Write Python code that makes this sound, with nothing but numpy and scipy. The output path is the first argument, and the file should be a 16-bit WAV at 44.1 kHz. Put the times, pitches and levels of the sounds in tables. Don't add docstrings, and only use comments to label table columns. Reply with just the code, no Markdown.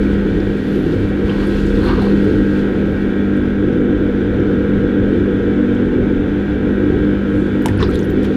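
import sys
import numpy as np
from scipy import signal
from scipy.fft import rfft, irfft, next_fast_len
from scipy.io import wavfile
from scipy.ndimage import uniform_filter1d, map_coordinates

SR = 44100
rng = np.random.default_rng(int(sys.argv[2]) if len(sys.argv) > 2 else 0)


def attenuation_scalar(level_db):
    decades = np.asarray(level_db, float) / 20
    return 10 ** decades


def to_wav(sig):
    pcm = np.clip(np.atleast_2d(sig), -1, 1) * 32767
    pcm = np.round(pcm).astype(np.int16)
    wavfile.write(sys.argv[1], SR, pcm.T)


N = 368676
RIPPLE_HZ = 99.84

# frequency in Hz, T60 in seconds.
ROOM_DECAY = [(200, 0.37), (2000, 0.13), (10000, 0.16)]
# centre in seconds, half length in seconds, level in dB.
DRONE_SWELLS = [
    (.2, 0.31, -28),
    (1.8, .75, -23.5),
]
# centre in Hz, width in Hz, level in dB.
CASING_RESONANCES = [(31.3, 6.4, -4.5), (66.3, 6, 4.5), (106, 15, -1.5), (157, 6.8, -4), (168.6, 27, -3),
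                     (203.14, 4.1, 4), (260.6, 62, -2), (307.4, 12, -4.5), (345.3, 65, -0.5),
                     (416.5, 60, -4), (476.8, 45.6, -6.5), (602, 72, -21), (751.4, 52, -20.5),
                     (877, 46, -24.5), (1580, 120, -25), (1455, 200, -22), (1650, 190, -26.5),
                     (1850, 350, -29), (1900, 19, -27), (2308, 80, -27), (3087, 130, -32.5),
                     (3430, 140, -31), (3700, 200, -41), (4320, 52, -54), (5000, 270, -50),
                     (6000, 1000, -55), (7100, 490, -57)]
# frequency in Hz, level in dB per Hz.
CASING_BED = [(8, -63), (20, -6), (85, -1), (135, -10.5), (222, -21), (320, -6), (500, -6.5), (680, -25.5),
              (1150, -27.5), (2600, -30.5), (3700, -36.5), (4700, -54.5), (7500, -60), (15800, -63.5)]
# time in seconds, pressure as a level in dB.
HAND_PRESSURE = [(0, -55.5), (.74, -54), (1.2, -54.5), (1.5, -49), (1.95, -49.5), (2.3, -52), (2.9, -58),
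                 (3.6, -64), (7.2, -63.5), (7.75, -57), (8.06, -60.5), (8.36, -53.5)]
# frequency in Hz, level in dB per Hz.
RUB_COLOUR = [(1500, -120), (2500, 1), (4200, -4), (5500, -13.5), (8000, -19.5), (11000, -24), (15500, -31)]
# frequency in Hz, level in dB per Hz.
SCUFF_COLOUR = [(450, -120), (650, -11.5), (1050, -2), (1500, -15), (1900, -16.5), (3500, -17),
                (4200, -19.5), (6000, -38.5), (9000, -120)]
# centre in seconds, half length in seconds, level in dB.
SLEEVE_STROKES = [
    (1.4, 0.19, -41),
    (1.88, 0.067, -33),
    (1.99, 0.022, -31.5),
    (2.06, 0.05, -36.5),
]
# centre in seconds, half length
# in seconds, rms level in dB, resonance centre in Hz, resonance width in Hz.
SWISHES = [(0.759, .15, -62, 11240, 2460), (1.48, 0.066, -58, 9570, 3980),
           (1.647, .06, -56.5, 7000, 2510), (1.87, 0.057, -43, 4200, 300),
           (2.028, 0.094, -46, 4200, 700), (1.864, 0.054, -54.5, 9000, 9000),
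           (2.044, .05, -57, 8970, 9000), (2.249, 0.034, -61.5, 7970, 9000),
           (7.395, .1, -60.5, 7040, 8000), (1.87, 0.063, -33, 1510, 400.5),
           (1.93, .08, -30.5, 1100, 500), (2.044, 0.042, -34, 775, 250),
           (7.679, 0.028, -32, 834, 500), (7.821, 0.033, -33.5, 1500, 1500),
           (7.831, 0.039, -44, 4480, 1800), (7.949, .05, -44, 3500, 2490),
           (8.252, 0.023, -45, 3000, 5000)]
# start in seconds, peak in dB, centre in Hz.
SURFACE_POPS = [
    (7.6594, -8, 2590),
    (7.9012, -34.5, 3500),
]
# start in seconds, peak in dB, centre in Hz.
FILM_CRACKS = [
    (7.6212, -37.5, 8900),
    (7.6426, -38.5, 5770),
    (7.684, -19, 2580),
    (7.8262, -25, 3500),
    (7.9123, -36.5, 8620),
    (7.956, -31.5, 7920),
    (8.2323, -35.5, 6000),
    (2.245, -40, 5500),
]
# start in seconds, peak in dB, centre in Hz.
WET_TICKS = [(.402, -33, 4500), (.57, -48.5, 8000), (1.09, -46.5, 10000), (2.92, -50, 11200),
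             (3.369, -48, 9100), (3.73, -42.5, 5500), (4.046, -52.5, 11100), (4.40, -44, 5530),
             (5.75, -42.5, 6000), (7.0467, -39, 4100), (7.626, -40.5, 14000), (7.992, -41.5, 12000),
             (8.041, -43, 12820)]
# start in seconds, peak in dB, centre in Hz.
RINGING_DROPS = [(7.6592, -27.5, 9160), (7.775, -46.5, 9950), (7.794, -26.5, 2660), (7.819, -38, 3900),
                 (7.827, -17, 3620), (7.838, -32, 4930), (7.872, -37.5, 5000), (7.8765, -46.5, 12900),
                 (7.892, -45.5, 8500), (7.939, -27.5, 3370), (7.943, -38, 9870), (7.9546, -27, 3690),
                 (7.99, -35.5, 6360), (8.009, -45, 8600), (8.0279, -38, 5900), (8.0484, -44, 10560),
                 (8.1029, -40.5, 13140), (1.295, -22.5, 2990), (1.47, -45, 9900), (1.665, -47, 7220)]
# start in seconds, peak in dB, centre in Hz.
SPLASH_FIZZ = [
    (7.658, -25.5, 2500),
    (7.6848, -39.5, 9570),
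    (7.802, -36.5, 4760),
    (8.099, -44.5, 6000),
    (8.244, -43.5, 10800),
    (8.249, -27, 2640),
]
# start in seconds, peak in dB, pitch in Hz, pitch change as a share, T60 in seconds.
BUBBLE_TONES = [
    (7.6577, -9, 833, .25, 0.023),
    (7.688, -21.5, 1900, -0.18, .02),
    (7.80, -27, 1570, -0.25, 0.021),
    (7.803, -24, 1060, 0.099, 0.06),
    (7.817, -21, 1737, -0.013, .025),
    (7.827, -14.5, 1195, -0.5, 0.0295),
    (7.889, -25, 1250, 0.41, 0.076),
    (0.95, -15, 100, .02, 0.38),
    (7.70, -12.5, 100.6, -0.064, 0.39),
]
# start in seconds, end in seconds, peak in dB, lowest Hz, highest Hz.
DROPLET_SHOWERS = [
    (7.657, 7.697, -32, 700, 4026),
    (7.788, 7.857, -26, 900, 5500),
    (7.881, 7.978, -32, 1500, 6000),
    (8.224, 8.272, -37, 1500, 3860),
]
# time in seconds, shaft speed in Hz, load in dB.
MOTOR_RUN = [(0, 60, 0.5), (.5, 59.4, -3.5), (.82, 58.39, -6.5), (1.1, 57.4, -2.5), (1.45, 56.55, -1),
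             (2.35, 56.25, 0), (2.6, 50.32, -0.5), (3.3, 48.87, -1.5), (3.6, 48, -2.5), (3.85, 45.8, -3.5),
             (5, 45.54, -2), (6.4, 46.28, -3.5), (6.9, 47.9, -2), (7.6, 48.1, -2.5), (7.95, 57.63, -4.5),
             (8.36, 56.8, -3.5)]
HARMONIC_DB = [-32.5, -20.5, -22.5, -46, -38, -65, -58.5, -54.5, -61, -57, -63.5, -69.5, -43, -43.5, -40.5,
               -38.5, -49.5, -54, -46, -65.5, -54.5, -53.5, -62.5, -64.5, -67]
SIDEBAND_ORDERS = [(1, 1), (2, -2), (2, -1), (2, 1), (2, 2), (4, 2), (2, 6), (1, -1), (12, 1), (13, 1),
                   (13, 2), (15, 1), (16, -1), (16, 1), (17, -1), (17, 1), (19, -1), (22, 1), (23, 1)]
SIDEBAND_DB = [-34.5, -34, -38, -25, -24, -41.5, -29.5, -37, -66, -52, -57.5, -52.5, -55, -51.5, -50, -65,
               -62, -55.5, -54]


def unit(x):
    return x / np.sqrt(np.mean(x ** 2) + 1e-20)


def along(points, hz):
    f, v = np.transpose(points)
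    return np.interp(np.log(hz + 1), np.log(f + 1), v)


def curves(rows):
    s, *cols = np.transpose(rows)
    return [np.interp(np.arange(N) / SR, s, c) for c in cols]


def swells(rows):
    t = np.arange(N) / SR
    return sum(attenuation_scalar(db) * np.exp(-((t - s) / half) ** 2) for s, half, db in rows)


def wobble(rate):
    coarse = np.arange(0, N + 64, 64)
    knots = rng.standard_normal(N // 500)
    return np.interp(np.arange(N), coarse, map_coordinates(knots, [coarse * rate / SR]))


def filtered(x, response):
    m = next_fast_len(N + SR // 2)
    return irfft(rfft(x, m) * response(np.fft.rfftfreq(m, 1 / SR)), m)[:N]


def band(hz, width_hz, size):
    f = np.fft.rfftfreq(size, 1 / SR)
    low_cut = f / np.hypot(f, .5 * hz)
    resonance = 1 / (1 + (2 * (f - hz) / width_hz) ** 2) ** 1.1
    return unit(irfft(rfft(rng.standard_normal(size)) * low_cut * resonance, size))


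def patchy(depth_db):
    z = signal.stft(rng.standard_normal(N), nperseg=2048)[2]
    field = uniform_filter1d(rng.standard_normal(z.shape), size=5, axis=0)
    field = uniform_filter1d(field, size=5, axis=1)
    return signal.istft(z * attenuation_scalar(depth_db * unit(field)), nperseg=2048)[1][:N]


def grains(per_second, spread_db, hiss):
    hit = rng.random(N) < per_second / SR
    size = attenuation_scalar(spread_db * np.minimum(rng.exponential(size=N), 3))
    return unit(hit * rng.standard_normal(N) * size) + hiss * rng.standard_normal(N)


def studio(x):
    hz, t, z = signal.stft(rng.standard_normal(SR // 2), SR, nperseg=256)
    decay = attenuation_scalar(-60 * t / along(ROOM_DECAY, hz)[:, None])
    tail = signal.istft(z * decay, SR, nperseg=256)[1]
    return signal.fftconvolve(x, tail / np.linalg.norm(tail))[:N]


def floor_drone():
    phase = 2 * np.pi * 40 * np.arange(N) / SR + 0.41 * wobble(1.6)
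    return swells(DRONE_SWELLS) * np.sqrt(2) * attenuation_scalar(1.9 * wobble(3.5)) * np.sin(phase)


def casing_colour(f):
    peaks = sum(attenuation_scalar(2 * db) / (1 + (2 * (f - c) / w) ** 2) ** 2 for c, w, db in CASING_RESONANCES)
    return np.sqrt(peaks + attenuation_scalar(2 * (along(CASING_BED, f) - 4.0))) * (f > 12)


def casing():
    t = np.arange(N) / SR
    split_hz = 560
    load_db = curves(MOTOR_RUN)[1]
    rumble_db = -20.5 + 0.25 * load_db + 1.44 * wobble(8)
    treble_db = -22.5 + 0.37 * wobble(12)
    low = filtered(patchy(depth_db=1), lambda f: casing_colour(f) * (f < split_hz))
    gated = patchy(depth_db=1.05) * (1 + 0.12 * np.cos(2 * np.pi * RIPPLE_HZ * t))
    high = filtered(gated, lambda f: casing_colour(f) * (f >= split_hz))
    throb = attenuation_scalar(0.14 * np.sin(2 * np.pi * 3.6 * t))
    scale = attenuation_scalar(3.5) / np.std(low)
    return scale * throb * (attenuation_scalar(rumble_db) * low + attenuation_scalar(treble_db) * high)


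def hands():
    pressure_db, = curves(HAND_PRESSURE)
    rub = unit(filtered(grains(2000, spread_db=3, hiss=4.9), lambda f: attenuation_scalar(along(RUB_COLOUR, f))))
    return attenuation_scalar(pressure_db + 7.0 + 1.1 * wobble(9.7) + 1.0 * wobble(29)) * rub


def sleeve():
    scuff = unit(filtered(grains(400, spread_db=0.0, hiss=2.1), lambda f: attenuation_scalar(along(SCUFF_COLOUR, f))))
    return (attenuation_scalar(-51) + swells(SLEEVE_STROKES)) * attenuation_scalar(2.5 * wobble(32)) * scuff


def swishes():
    out = np.zeros(N + SR)
    u = np.arange(-SR // 2, SR // 2) / SR
    for s, half, db, hz, width_hz in SWISHES:
        out[round(s * SR):][:SR] += attenuation_scalar(db) * np.exp(-(u / half) ** 2) * band(hz, width_hz, size=SR)
    return out[SR // 2:][:N] * attenuation_scalar(2.2 * wobble(90))


def showers():
    out = np.zeros(N + SR)
    t = np.arange(1024) / SR
    for start, end, db, low_hz, high_hz in DROPLET_SHOWERS:
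        for when, pitch, size in rng.random((32, 3)):
            hz = low_hz * (high_hz / low_hz) ** pitch
            envelope = np.exp(-t * hz / 4) * (1 - np.exp(-t * hz))
            drop = np.sin(2 * np.pi * hz * t * (1 + 0.007 * hz * t)) * envelope
            out[round((start + when * (end - start)) * SR):][:len(t)] += attenuation_scalar(db - 13 * size) * drop
    return out[:N]


def snaps():
    out = np.zeros(N + SR)
    t = np.arange(4096) / SR
    # events, width over centre, T60 in seconds
    kinds = [(SURFACE_POPS, 5.7, 0.0062), (FILM_CRACKS, 1.6, 0.011), (WET_TICKS, .4, 0.019),
             (RINGING_DROPS, .2, 0.046), (SPLASH_FIZZ, 0.98, 0.041)]
    for rows, wide, t60 in kinds:
        for s, db, hz in rows:
            attack = 1 - np.exp(-3 * wide * hz * t)
            burst = attack * band(hz, wide * hz, size=4096)
            out[round(s * SR):][:len(t)] += attenuation_scalar(db - 3.5 - 60 * t / t60) * burst
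    return out[:N]


def bubbles():
    out = np.zeros(N + SR)
    t = np.arange(SR // 2) / SR
    for s, db, hz, glide, t60 in BUBBLE_TONES:
        phase = 2 * np.pi * hz * (t + glide * t * t / t60)
        attack = 1 - np.exp(-t * hz / 0.63)
        out[round(s * SR):][:len(t)] += attenuation_scalar(db + 4.0 - 60 * t / t60) * attack * np.sin(phase)
    return out[:N]


def motor():
    shaft_hz, load_db = curves(MOTOR_RUN)
    hum_db = load_db + 2.0 + 0.52 * wobble(7)
    ripple = 2 * np.pi * RIPPLE_HZ * np.arange(N) / SR
    shaft = 2 * np.pi * np.cumsum(shaft_hz + .5 * wobble(4)) / SR
    slowing_hz = 60 - shaft_hz - 12
    orders = [(k + 1, 0) for k in range(len(HARMONIC_DB))] + list(SIDEBAND_ORDERS)
    levels = list(HARMONIC_DB) + list(SIDEBAND_DB)
    tones = np.zeros(N)
    for (k, m), db in zip(orders, levels):
        buzz = k > 10
        hum = (k, m) == (2, 0)
        drive_db = load_db if buzz else hum_db if hum else 0
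        sway_db = (1 if buzz else 2.2 if m or k == 3 else .9) * wobble(5.5)
        detuned_db = -1.1 * max(abs(m) - 1, 0) * np.abs(shaft_hz - 46)
        drag_db = 0.18 * slowing_hz * (12 < k < 18 or (k, m) == (2, 1)) - 0.15 * slowing_hz * (k == 19)
        late = .25 * (k - 15) ** 2 if buzz else np.pi / 2 * hum
        gain = np.sqrt(2) * attenuation_scalar(db + drive_db + sway_db + detuned_db + drag_db)
        tones += gain * np.cos(k * (ripple - 1.5) + m * shaft - late)
    return tones


def scene():
    water = snaps() + bubbles() + showers()
    room = attenuation_scalar(-10.0) * studio(water)
    wheel = motor() + casing() + floor_drone()
    return (wheel + hands() + sleeve() + swishes() + water + room)[None]


def top_cut(x):
    return signal.sosfilt(signal.butter(12, 15790, fs=SR, output="sos"), x)


def record(dry):
    whistle_hz = 15734
    whistle = attenuation_scalar(-78) * np.sin(2 * np.pi * whistle_hz * np.arange(N) / SR)
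    kept = filtered(dry[0], lambda f: f < whistle_hz) + whistle
    held = kept / (1 + np.abs(kept / .8) ** 6) ** (1 / 6)
    return top_cut(held[None])


dry = scene()
out = record(dry)
to_wav(out)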